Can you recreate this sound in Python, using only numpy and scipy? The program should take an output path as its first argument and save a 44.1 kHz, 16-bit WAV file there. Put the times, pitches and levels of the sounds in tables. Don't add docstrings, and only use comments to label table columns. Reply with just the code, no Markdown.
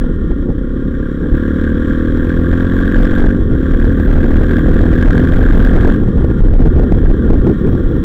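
import sys
import numpy as np
from scipy import signal
from scipy.fft import rfft, irfft, next_fast_len
from scipy.io import wavfile
from scipy.ndimage import uniform_filter1d

SR = 44100
rng = np.random.default_rng(int(sys.argv[2]) if len(sys.argv) > 2 else 0)


def to_linear_factor(level_db):
    exponent = np.asarray(level_db, float) / 20
    return 10 ** exponent


def generate_wav(signal):
    frames = np.transpose(np.atleast_2d(signal))
    scaled = np.clip(frames, -1, 1) * 32767
    pcm = np.round(scaled).astype(np.int16)
    wavfile.write(sys.argv[1], SR, pcm)


N = 354563
T = np.arange(N) / SR

# time_s, exhaust_db, crank_hum_db, share of the clatter locked to the cycle [0-1]
THROTTLE = [(0, -18.5, -32.5, 0.85), (.15, -24, -23.5, 0.1), (.25, -25.5, -25, 0.4), (.36, -21.5, -25, 0.3),
            (1.2, -20, -25.5, 0.72), (1.5, -15.5, -16.5, 0.78), (2.1, -15, -21, 0.74),
            (2.5, -14.5, -17, 0.8), (3.35, -14, -21, 0.8), (3.46, -20, -23, 0.3), (3.58, -17, -18, 0.83),
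            (4.5, -15, -15.5, 0.82), (5.9, -13.5, -19, 0.76), (6.05, -24, -30.5, 0.27), (7, -22, -18, 0.7),
            (8.04, -25, -30.5, 0.27)]


def evened(x):
    return x / np.sqrt(np.mean(x ** 2) + 1e-20)


def columns(rows):
    s, *values = np.transpose(rows)
    return [np.interp(T, s, v) for v in values]


def locked_share():
    return np.clip(columns(THROTTLE)[2], 0, 1)


def resonate(x, hz, width):
    pole = np.exp((2j * np.pi * hz - np.pi * width) / SR)
    return 2 * signal.lfilter([1 - abs(pole)], [1, -pole], x).real


def ring(x, modes):
    return sum(to_linear_factor(db) * resonate(resonate(x, hz, width), hz, width) for hz, width, db in modes)


def drift(hz):
    span = max(int(SR / hz / 2), 1)
    smooth = uniform_filter1d(rng.standard_normal(N), span)
    return evened(uniform_filter1d(smooth, span))


def coloured(points):
    size = next_fast_len(N)
    hz, db = np.transpose(points)
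    log_hz = np.log(np.fft.rfftfreq(size, 1 / SR) + 1)
    shape = np.interp(log_hz, np.log(hz + 1), db, left=-80, right=-120)
    return evened(irfft(rfft(rng.standard_normal(size)) * to_linear_factor(shape), size)[:N])


def exhaust(cycles, hz):
    # centre_hz, width_hz, level_db
    pipe_modes = [(179, 49.4, 1.5), (245.2, 132.6, 5.5), (313.3, 42, -1.5), (399, 30, -8.5), (491, 68, -3)]
    echo_s, echo_gain = 0.003936, 3.03
    pipe_db, hum_db, _ = columns(THROTTLE)
    strength = to_linear_factor(0.68 * rng.standard_normal(600))[cycles.astype(int)]
    pulses = np.diff(np.floor(cycles), prepend=0) * strength / hz
    pulses = pulses + echo_gain * np.roll(pulses, round(echo_s * SR))
    muffler = signal.butter(7, 535., fs=SR, output="sos")
    muffled = signal.sosfilt(muffler, ring(pulses, pipe_modes))
    hum = np.sqrt(2) * np.sin(2 * np.pi * (2 * cycles + .3)) * to_linear_factor(0.26 * drift(1.9))
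    return -to_linear_factor(pipe_db) * evened(muffled) + to_linear_factor(hum_db) * hum


def hardness(load_db):
    fade_per_load, hard_load_db = 0.93, -29.5
    return to_linear_factor(np.clip(fade_per_load * (load_db - hard_load_db), -9, 0))


def bump(cycles, at, sharp):
    return np.exp(sharp * (np.cos(2 * np.pi * (cycles - at)) - 1))


def bursts(cycles, hard):
    sizes = to_linear_factor(2.5 * np.clip(rng.standard_normal(1200), -1.6, 1.6))
    uneven = sizes[(2 * cycles + .2).astype(int)]
    strong = hard * bump(cycles, .55, sharp=12.)
    weak = .4 * bump(cycles, .17, sharp=4.)
    return (strong + weak) * uneven


def clatter(knocks, level_db):
    # centre_hz, width_hz, engine_burst_db, tyre_hiss_db
    case_modes = [(1168, 244, 0.5, 2), (1400, 122, -20.5, 7), (1597, 200, 12, 1.5), (1799, 76, -23.5, 2),
                  (2324, 33, -31.5, -18), (3264, 570, -11.5, -13), (3770, 53, -28.5, -15),
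                  (5460, 1100, -40.5, -28), (6780, 1300, -30.5, -32), (7790, 850, -40.5, -36.5),
                  (9400, 1300, -49.5, -42)]
    locked = locked_share()
    hz, width, burst_db, hiss_db = np.transpose(case_modes)
    burst = evened(ring(knocks * rng.standard_normal(N), zip(hz, width, burst_db)))
    tyres = rng.standard_normal(N) * to_linear_factor(1.2 * drift(53.0))
    hiss = evened(ring(tyres, zip(hz, width, hiss_db)))
    return to_linear_factor(level_db + 3.5) * (1.07 * locked * burst + np.sqrt(1 - locked ** 2) * hiss)


def valve_slams(cycles, level_db):
    # (centre_hz, width_hz, level_db)
    slams = [
        (.49, 4., [(1640, 430, 0), (3100, 600, -24)]),
        (.93, -5., [(1150, 220, 0), (680, 260, 0), (880, 200, -6)]),
    ]
    out = np.zeros(N)
    for phase, slam_db, modes in slams:
        size = to_linear_factor(0.6 * np.clip(rng.standard_normal(600), -1.6, 1.6))[cycles.astype(int)]
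        turns = np.floor(cycles - phase + .004 * drift(40.))
        taps = np.maximum(np.diff(turns, prepend=0), 0) * size
        decay = np.exp(-1 / (.0012 * SR))
        rattle = rng.standard_normal(N) * signal.lfilter([1], [1, -decay], taps)
        rung = ring(rattle + 12.0 * taps, modes)
        soft_faces = [(hz, width, 0) for hz, width, _ in modes]
        out += to_linear_factor(slam_db) * evened(ring(rung, soft_faces))
    return to_linear_factor(level_db) * locked_share() ** 2 * hardness(level_db) * out


def summed(levels_db):
    return 10 * np.log10(sum(to_linear_factor(db) ** 2 for db in levels_db) + 1e-12)


def tick_level(load_db):
    # alongside_s, level_db, near_s
    passes = [
        (2.3, -70.5, 0.24),
        (4.3, -61.5, 0.55),
        (5.5, -60.5, .35),
        (8.1, -64.5, 0.94),
    ]
    full_load_db = -35.5
    own = -66.5 + 1.1 * (load_db - full_load_db)
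    return summed([own] + [db - 10 * ((T - s) / near) ** 2 for s, db, near in passes])


def ticks(knocks, load_db):
    # centre_hz, width_hz, level_db
    tick_modes = [(13200, 1000, -8), (14400, 1500, 2), (15300, 900, -5.5)]
    clicks = (rng.random(N) < 900 / SR) * rng.standard_normal(N) * (knocks + .15)
    drive = evened(clicks) + .6 * rng.standard_normal(N)
    return to_linear_factor(tick_level(load_db) + 1.5) * evened(ring(drive, tick_modes))


def squeal():
    # time_s, pitch_hz, level_db
    whistle = [
        (.1, 1930, -67),
        (.18, 1815, -46.5),
        (.45, 1860, -63),
        (.66, 1950, -66),
        (.72, 1820, -70),
    ]
    hz, db = columns(whistle)
    phase = 2 * np.pi * np.cumsum(hz + 11.0 * drift(40.)) / SR
    level = np.sqrt(2) * to_linear_factor(db + 1.2 * drift(30.))
    return level * np.sin(phase) * (T < whistle[-1][0])


def jolts():
    # centre_s, length_s, level_db
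    road_bumps = [
        (0.09, 0.034, -19),
        (0.499, .03, -14),
        (1.244, .04, -16),
        (3.407, 0.031, -16),
        (5.884, 0.033, -8.5),
        (6.849, 0.058, -15.5),
        (7.27, 0.051, -18.5),
        (7.483, .05, -9.5),
    ]
    # frequency_hz, density_db per Hz
    shake = [(60, -11.5), (150, -1.5), (300, -3.5), (450, -8.5), (620, -27), (1000, -34), (2000, -54.5)]
    swell = sum(to_linear_factor(db - 10 * ((T - s) / length) ** 2) for s, length, db in road_bumps)
    return swell * coloured(shake)


def gusting():
    # time_s, buffet_db, roar_db
    steady = [(0, -16.5, -16), (1.2, -23, -21.5), (2.2, -18, -17.5), (3.2, -18, -16.5), (5.8, -17, -11),
              (7, -24.5, -12), (8.04, -19.5, -12.5)]
    # start_s, length_s, buffet_db, roar_db
    gusts = [(0.045, 0.011, -4.5, -25), (0.302, 0.02, -11, -24), (0.493, 0.01, -4, -13),
             (1.322, 0.037, -3, -19.5), (2.518, 0.028, -9, -16), (2.795, 0.034, -15.5, -19.5),
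             (2.952, 0.11, -8, -20.5), (3.117, 0.023, -6, -18), (3.18, 0.116, -5.5, -15.5),
             (3.409, 0.021, -5.5, -25), (3.459, 0.081, -12, -15.5), (3.695, 0.19, -10.5, -20.5),
             (4.063, 0.15, -9.5, -19.5), (4.239, 0.23, -9, -15), (4.648, 0.2, -8.5, -13),
             (4.928, 0.046, -9, -24.5), (5.043, 0.065, -1, -27), (5.305, 0.622, -6, -19.5),
             (6.02, 0.058, -12, -20), (6.164, 0.064, -9.5, -17.5), (6.406, 0.3, -3, -31),
             (6.744, 0.099, -7.5, -9.5), (6.909, 0.084, -9.5, -12), (7.019, 0.116, -5.5, -27.5),
             (7.275, 0.15, -6.5, -10.5), (7.637, 0.132, -13.5, -8), (7.844, 0.044, -9, -18.5)]
    edge_s = 0.015
    buffet, roar = (to_linear_factor(db) ** 2 for db in columns(steady))
    for start, length, buffet_db, roar_db in gusts:
        first = max(round((start - 2 * edge_s) * SR), 0)
        near = slice(first, round((start + length + 2 * edge_s) * SR))
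        inside = np.minimum(T[near] - start, start + length - T[near]) / edge_s
        shape = np.sin(np.pi / 4 * np.clip(1 + inside, 0, 2)) ** 4
        buffet[near] += to_linear_factor(buffet_db) ** 2 * shape
        roar[near] += to_linear_factor(roar_db) ** 2 * shape
    return 10 * np.log10(buffet), 10 * np.log10(roar)


def wind():
    # frequency_hz, density_db per Hz
    buffet_colour = [(8, -12.5), (18, -8.5), (32, -0.5), (50, -13.5), (80, -21), (160, -41)]
    # frequency_hz, density_db per Hz
    roar_colour = [(26, -31), (45, 0.5), (113, -4.5), (222, -7), (336, -9.5), (500, -18), (560, -31),
                   (620, -37), (1000, -47), (1300, -68), (2200, -120)]
    buffet_db, roar_db = gusting()
    swing = coloured(buffet_colour)
    swing = evened(swing / (uniform_filter1d(swing ** 2, 3000) + .05) ** .35)
    buffet = 1.1 * np.tanh(to_linear_factor(buffet_db + 1.5) * swing / 1.1)
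    roar_db = np.minimum(roar_db - 3.2, -11)
    return buffet + to_linear_factor(roar_db + 2.29 + 2.12 * drift(27.0)) * coloured(roar_colour)


def scene():
    # time_s, firing_hz
    speed = [(0.0, 41.71), (0.14, 40.53), (0.33, 31.06), (0.65, 33.2), (1.1, 34.38), (1.4, 36.5),
             (3.15, 46.67), (3.38, 47.3), (3.58, 37.35), (4.9, 41.0), (5.95, 44.21), (6.2, 36.69),
             (7.2, 36.3), (8.04, 35.52)]
    # time_s, clatter_db
    load = [(0, -39.5), (.13, -43.5), (.6, -45), (.9, -41.5), (1.27, -40), (1.36, -36), (2.3, -35),
            (3.18, -31.5), (3.47, -40.5), (3.61, -35), (4.2, -34.5), (5.2, -32), (5.4, -33), (5.91, -31.5),
            (6.02, -40.5), (8.04, -39.5)]
    hz, load_db = columns(speed)[0], columns(load)[0]
    cycles = .58 + np.cumsum(hz) / SR
    knocks = bursts(cycles, hardness(load_db))
    engine = exhaust(cycles, hz) + clatter(knocks, load_db)
    engine = engine + valve_slams(cycles, load_db) + ticks(knocks, load_db)
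    return (engine + squeal() + jolts() + wind())[None]


def top_cut(x):
    return signal.sosfilt(signal.butter(12, 16300, fs=SR, output="sos"), x)


def record(dry):
    clip = .713
    return top_cut(np.clip(dry, -clip, clip))


dry = scene()
out = record(dry)
generate_wav(out)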